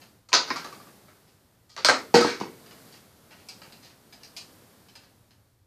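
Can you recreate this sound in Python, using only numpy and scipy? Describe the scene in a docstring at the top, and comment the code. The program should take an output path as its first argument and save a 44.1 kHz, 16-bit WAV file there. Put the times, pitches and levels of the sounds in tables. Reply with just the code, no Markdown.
"""A hiss swells and sinks over a low rumble: shaped noise, the hiss riding a level curve.
After a faint creak, a large model of plastic bricks crashes against a table and rocks to rest.
A section snaps off, clatters on the table top, drops to the carpeted floor and bounces.
The rest creaks and clicks as it is lifted away. Each blow is a crush and a shower of small contacts,
rung through plate resonances and balanced in frequency bands with a small furnished room's echoes."""
import sys
import numpy as np
from scipy import signal
from scipy.fft import rfft, irfft
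from scipy.io import wavfile

SR = 44100
rng = np.random.default_rng(int(sys.argv[2]) if len(sys.argv) > 2 else 0)


def to_wav(s):
    """Save 16-bit WAV."""
    ch = np.atleast_2d(s).T  # columns
    pcm = np.round(np.clip(ch, -1, 1) * 32767)  # PCM
    wavfile.write(sys.argv[1], SR, pcm.astype(np.int16))


N = 249606
AGE = np.arange(int(.6 * SR)) / SR  # time since the start of a sound, s


def from_db(db):
    """Decibels to gain."""
    return 10 ** (np.asarray(db) / 20)


def rms(x):
    """Root mean square."""
    return np.sqrt(np.mean(x ** 2) + 1e-20)


def dying(t60):
    """An envelope that falls 60 dB in t60 seconds."""
    return from_db(-60 * AGE / t60)


def rising(rise_s):
    """A soft onset that closes in on 1 with time constant rise_s."""
    return 1 - np.exp(-AGE / rise_s)


def tone(hz, t60):
    """A dying sine, as of one freely ringing mode."""
    return np.sin(2 * np.pi * hz * AGE) * dying(t60)


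def add(out, s, sound):
    """Mix a sound in from time s."""
    start = round(s * SR)
    out[start:start + len(sound)] += sound[:N - start]


def resonate(x, hz, width_hz):
    """A two-pole resonance with gain 1 on top."""
    radius = np.exp(-np.pi * width_hz / SR)
    poles = [1, -2 * radius * np.cos(2 * np.pi * hz / SR), radius * radius]
    return signal.lfilter([1, 0, -1], poles, x + 1e-18) * (1 - radius * radius) / 2


def coloured_noise(spectrum):
    """Steady noise of a given spectrum, rms 1."""
    hz, db = np.transpose(spectrum)
    bins_hz = np.fft.rfftfreq(N, 1 / SR)
    shape = from_db(np.interp(np.log(bins_hz + 1), np.log(hz), db))
    noise = irfft(rfft(rng.standard_normal(N)) * shape, N)
    return noise / rms(noise)


CONTACTS_PER_S = 700


def rattle(modes, rattle_s, loose, crush_s=0.0013, crush=.3):
    """A brief crushing contact, then a dying shower of small ones as loose bricks jostle; all ring the modes."""
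    hits = rng.random(len(AGE)) < CONTACTS_PER_S / SR
    shower = hits * rng.uniform(-0.9, 1, len(AGE))
    clicks = loose * shower * np.exp(-AGE / rattle_s)
    clicks += crush * rng.standard_normal(len(AGE)) * np.exp(-AGE / crush_s)
    return clicks + sum(from_db(db) * resonate(clicks, hz, width_hz) for hz, width_hz, db in modes)


def note(hz, db, t60):
    """The struck piece's own pitch, with an energy of db."""
    ring = tone(hz, t60) * rising(0.0013)
    return from_db(db) * ring / np.linalg.norm(ring)


# registers of a blow: low f/Hz, high f/Hz, room t60/s
THUMP = (115, 260, 0.25)
THUD = (250, 480, .45)
TOCK = (500, 998, 0.27)
KNOCK = (1100, 2640, 0.3)
CLACK = (2370, 6300, 0.27)
SNAP = (6300, 9000, .28)
CRACK = (9500, 13000, 0.074)


def blow(levels, contacts, ring, room_db):
    """Contacts heard through the room, plus a ring; levels are (register, rms dB over the first 25 ms)."""
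    echoes = rng.standard_normal(len(AGE)) * rising(0.0002)  # each spot has its own echoes
    early, out = AGE < .025, 0
    for (low_hz, high_hz, t60), db in levels:
        room = echoes * dying(t60)
        room *= from_db(room_db) / np.linalg.norm(room)
        room[0] = 1  # the direct path
        wet = signal.fftconvolve(contacts, room)[:len(AGE)]
        band = signal.butter(N=4, Wn=[low_hz, high_hz], btype="band", fs=SR, output="sos")
        heard = signal.sosfilt(band, wet / np.linalg.norm(wet) + ring)
        out = out + from_db(db) * heard / rms(heard[early])
    return out


# level curve of the hiss, before its overall lift: t/s, level/dB
HISS_CURVE = [(0.0, -65.5), (0.14, -71.5), (0.33, -81), (0.52, -59.5), (0.72, -61.5), (1.5, -75),
              (1.73, -76), (2.0, -62), (2.27, -64), (2.88, -62.5), (3.14, -68.5), (3.37, -67), (3.7, -64),
              (3.99, -69.5), (4.49, -65), (4.92, -69.5), (5.42, -77), (5.66, -82)]
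# relative spectrum of the hiss: f/Hz, level/dB
HISS_SPECTRUM = [(76, -37), (130, -0.5), (193, 1), (356, -3.5), (594, -6.5), (682, -8.5), (1390, -12),
                 (2020, -15.5), (2230, -16.5), (2660, -18.5), (4440, -16), (6210, -19.5), (14500, -19)]
# relative spectrum of the room rumble: f/Hz, level/dB
RUMBLE_SPECTRUM = [(15, -39), (25, -9.5), (48, -11), (102, 4), (121, 2), (140, -12), (195, -21), (263, -26),
                   (900, -39), (1170, -58), (1980, -120)]


def background(hiss_db=11, rumble_db=-66):
    """A steady low room rumble, and broad noise whose gain follows the hiss curve."""
    s, level_db = np.transpose(HISS_CURVE)
    swell = from_db(np.interp(np.arange(N) / SR, s, level_db) + hiss_db)
    hiss = swell * coloured_noise(HISS_SPECTRUM)
    return hiss + from_db(rumble_db) * coloured_noise(RUMBLE_SPECTRUM)


# brick joints slipping in the hand:
# t/s, clack level/dB, brightness/dB (clack over knock), ping offset of the freed brick/dB, rattle t/s
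JOINT_SLIPS = [(0.015, -56, 3, -21, 0.018), (1.275, -68, 3, -18, .02), (2.661, -58.5, 4, -27, 0.011),
               (2.7095, -56.5, 0.5, -20, 0.0066), (2.922, -53.5, 7.5, -24, .028),
               (3.305, -57.5, -2, -24, .028), (3.4867, -43, 12, -7, .012), (3.6178, -53, -0.5, -24, 0.011),
               (3.723, -53.5, 8.5, -23, 0.012), (3.823, -53, 8, -23, .032), (4.1251, -52.5, 5, -7, .012),
               (4.233, -49, 12, -12, .016), (4.365, -40.5, 14, -22, 0.017), (4.8845, -59.5, 6, -20, 0.016),
               (4.953, -50.5, 7, -22, .018), (5.035, -63, 3, -22, .014), (5.308, -64.5, 4, -21.5, .008)]
# resonances of single small bricks: f/Hz, width f/Hz, level/dB
SMALL_BRICK_MODES = [(743, 200, 5), (1750, 290, -1.5), (2410, 106, -5), (3000, 700, 1.5), (4150, 420, 10),
                     (4640, 160, 13.5), (5030, 72, 14.5)]
# ping of a freed brick: f/Hz, level/dB before the slip's own ping offset, t60/s
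PING_MODES = [(2310, -8, .12), (4810, -3, .16), (4980, -3.5, .16)]


def creaks(tock_db=-5, snap_db=-12, crack_db=-4, typical_db=-52, brightening=0.16,
           swell_s=.006, slow_rattle_s=.03):
    """Studs slip in their sockets: quick slips tick, some with a clear ping; slow ones swell into a rustle."""
    out = np.zeros(N)
    for s, clack, bright, ping_db, rattle_s in list(JOINT_SLIPS) + slips():
        knock = clack - bright
        snap = clack + snap_db + brightening * (clack - typical_db)  # a harder slip is a brighter one
        levels = [(TOCK, knock + tock_db), (KNOCK, knock), (CLACK, clack),
                  (SNAP, snap), (CRACK, snap + crack_db)]
        ping = sum(note(hz, db + ping_db, t60) for hz, db, t60 in PING_MODES)
        contacts = rattle(SMALL_BRICK_MODES, rattle_s, loose=1.6, crush_s=0.0014, crush=0.27)
        swell = rising(swell_s * (rattle_s / slow_rattle_s) ** 4)
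        add(out, s, swell * blow(levels, contacts, ping, room_db=5.0))
    return out


# plastic striking the table, levels before the register balance:
# t/s, level/dB, brightness/dB (clack lift), snap of a joint/dB against the level, note f/Hz, rattle t/s
TABLE_HITS = [(0.288, -58, 4, -1.5, 950, 0.018), (0.319, -46.5, -7.5, -20.5, 1050, 0.009),
              (0.3294, -25, 2, -13.5, 1000, 0.011), (0.3373, -24.5, 7, -14.5, 1495, 0.015),
              (0.476, -45, 3, -25, 1540, .026), (0.5036, -29.5, -5, -36, 1047, 0.01),
              (1.083, -59, -12, -19, 616, 0.015), (1.694, -67, 10.5, 0, 1936, 0.028),
              (1.7645, -47.5, 1.5, -11, 1220, .006), (1.777, -41, -1, -18.5, 1164, .018),
              (1.8473, -24.5, 6.5, -6, 618, .012), (1.886, -19, -5, -16, 1571, .011),
              (1.896, -23, -6, -18.5, 1535, 0.011)]
# resonances of the brick plates, also heard on the floor: f/Hz, width f/Hz, level/dB
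PLATE_MODES = [(372, 53, -1), (650, 180, 1.5), (985, 380, 1.5), (1286.6, 180, 10), (1550, 200, 5.5),
               (1878, 39, 4), (2180, 200, 0.5), (3420, 1300, -3.5), (4355, 940, 14), (4600, 92, 6.5),
               (4860, 97, 9)]


def crashes(thump_db=-27, thud_db=-16.5, tock_db=-4.5, crack_db=-13, note_db=-12.5,
            thinning=.25, note_damping=.4, firm_rattle_s=.012):
    """Hard plastic on the hard table top: a corner hits bright and thin, a flat side is duller and rings more."""
    out = np.zeros(N)
    for s, db, bright, snap, note_hz, rattle_s in list(TABLE_HITS) + rocking():
        bass = db - thinning * snap  # a snapping joint moves little weight
        levels = [(THUMP, bass + thump_db), (THUD, bass + thud_db), (TOCK, db + tock_db), (KNOCK, db),
                  (CLACK, db + bright), (SNAP, db + snap), (CRACK, db + snap + crack_db)]
        ring = note(note_hz, note_db - note_damping * bright, t60=0.083)
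        crush = .3 * firm_rattle_s / rattle_s  # the longer the rattle, the softer its first contact
        contacts = rattle(PLATE_MODES, rattle_s, loose=1.4, crush=crush)
        add(out, s, blow(levels, contacts, ring, room_db=3.0))
    return out


# first touch t/s, first gap t/s, and the factor from gap to gap
ROCK_START_S, ROCK_GAP_S, ROCK_SHRINK = .559, .086, .93
# first level and brightness, and what each touch loses of them
ROCK_DB, ROCK_LOSS_DB = -37, 5.5
ROCK_BRIGHT_DB, ROCK_DULLING_DB = -2.5, 2.2
ROCK_SNAP_DB, ROCK_NOTE_HZ, ROCK_RATTLE_S = -15.5, 1165, 0.023


def rocking(count=5):
    """The model rocks to rest: each touch comes sooner, softer and duller; rows like those of a crash."""
    gaps = ROCK_GAP_S * ROCK_SHRINK ** np.arange(count)
    times = ROCK_START_S + np.cumsum(gaps) - gaps
    rows = []
    for i, s in enumerate(times):
        level = ROCK_DB - ROCK_LOSS_DB * i
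        bright = ROCK_BRIGHT_DB - ROCK_DULLING_DB * i
        rows.append((s, level, bright, ROCK_SNAP_DB, ROCK_NOTE_HZ, ROCK_RATTLE_S))
    return rows


# the section landing and bouncing, levels before the register balance:
# t/s, level/dB, brightness/dB (clack against thud), rattle t/s
FLOOR_HITS = [(2.141, -16.5, -7, 0.0064), (2.152, -26, 0, .016), (2.207, -32, 2, 0.022),
              (2.246, -25.5, -11, 0.04), (2.4, -47, 2, 0.0038), (2.4107, -32.5, -18, 0.0049)]
# long rings of the fallen section and the floor under it:
# f/Hz, level/dB against the thud before the ring lift, t60/s
SECTION_MODES = [(133, -16.5, 0.11), (232, -5, 0.36), (300, -20, 0.57), (352, -11.5, 0.17),
                 (408, -12.5, .3), (477.5, 9.5, 0.3), (695, -9.5, 0.14), (940, -6.5, 0.073),
                 (1370, -14.5, 0.2265), (2240, -20, 0.72), (4490, -23, 0.6), (4570, -23.5, .5)]
# the carpet's soft push: f/Hz, level/dB against the thud, t60/s
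PUSH = (140, 3.1, 0.04)
# between the bounces a flat plate slaps down and rings: t/s, f/Hz, level/dB, t60/s
PLATE = (2.2195, 1286, -16, .12)


def landings(thump_db=-6, thud_db=-2.5, tock_db=-1.0, knock_db=-3, snap_db=-13, crack_db=-21,
             ring_db=3.0, knock_share=.55):
    """The section thuds on the carpet; its slow modes ring on while the bricks clatter."""
    out = np.zeros(N)
    push_hz, push_db, push_t60 = PUSH
    push = from_db(push_db) * tone(push_hz, push_t60) * rising(0.0089)
    no_note = np.zeros_like(AGE)  # the carpet damps the piece that touches it
    for s, thud, bright, rattle_s in FLOOR_HITS:
        # the carpet gives one compact push
        body = [(THUMP, thud + thump_db), (THUD, thud + thud_db), (TOCK, thud + tock_db)]
        thump = blow(body, rattle(PLATE_MODES, .009, loose=.2), no_note, room_db=-0.5)
        add(out, s, from_db(thud) * push + thump)
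        # the bricks are shaken loose above it
        knock, clack = thud + knock_share * bright, thud + bright
        clatter = [(KNOCK, knock + knock_db), (CLACK, clack),
                   (SNAP, clack + snap_db), (CRACK, clack + crack_db)]
        add(out, s, blow(clatter, rattle(PLATE_MODES, rattle_s, loose=3.7), no_note, room_db=7.5))
    # only the first, full-weight landing bends the whole section
    s, thud = FLOOR_HITS[0][:2]
    rings = sum(from_db(db) * tone(hz, t60) for hz, db, t60 in SECTION_MODES)
    add(out, s, from_db(thud + ring_db) * rings * rising(0.016))
    s, hz, db, t60 = PLATE
    add(out, s, from_db(db) * tone(hz, t60) * rising(0.003))
    return out


CARRY_START_S, CARRY_END_S = 2.6, 4.6
SLIP_DB, SLIP_SPREAD_DB = -65, 2  # middle level, and the most it strays either way
SLIP_BRIGHT_DB, SLIP_PING_DB, SLIP_RATTLE_S = 1, -22, .03


def slips(count=7):
    """Faint slips, one at random in each equal step of the carrying, as rows like those of a creak."""
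    step_s = (CARRY_END_S - CARRY_START_S) / count
    rows = []
    for i, (when, size) in enumerate(rng.random((count, 2))):
        s = CARRY_START_S + step_s * (i + when)
        level = SLIP_DB + SLIP_SPREAD_DB * (2 * size - 1)
        rows.append((s, level, SLIP_BRIGHT_DB, SLIP_PING_DB, SLIP_RATTLE_S))
    return rows


def scene():
    """All layers summed to one channel."""
    return (background() + creaks() + crashes() + landings())[None]


def record(dry, cutoff_hz=14650):
    """Peaks stop at full scale, then a steep low-pass cuts the top."""
    top = signal.ellip(14, .1, 100, cutoff_hz, fs=SR, output="sos")
    return signal.sosfilt(top, np.clip(dry, -1, 1))


dry = scene()
out = record(dry)
to_wav(out)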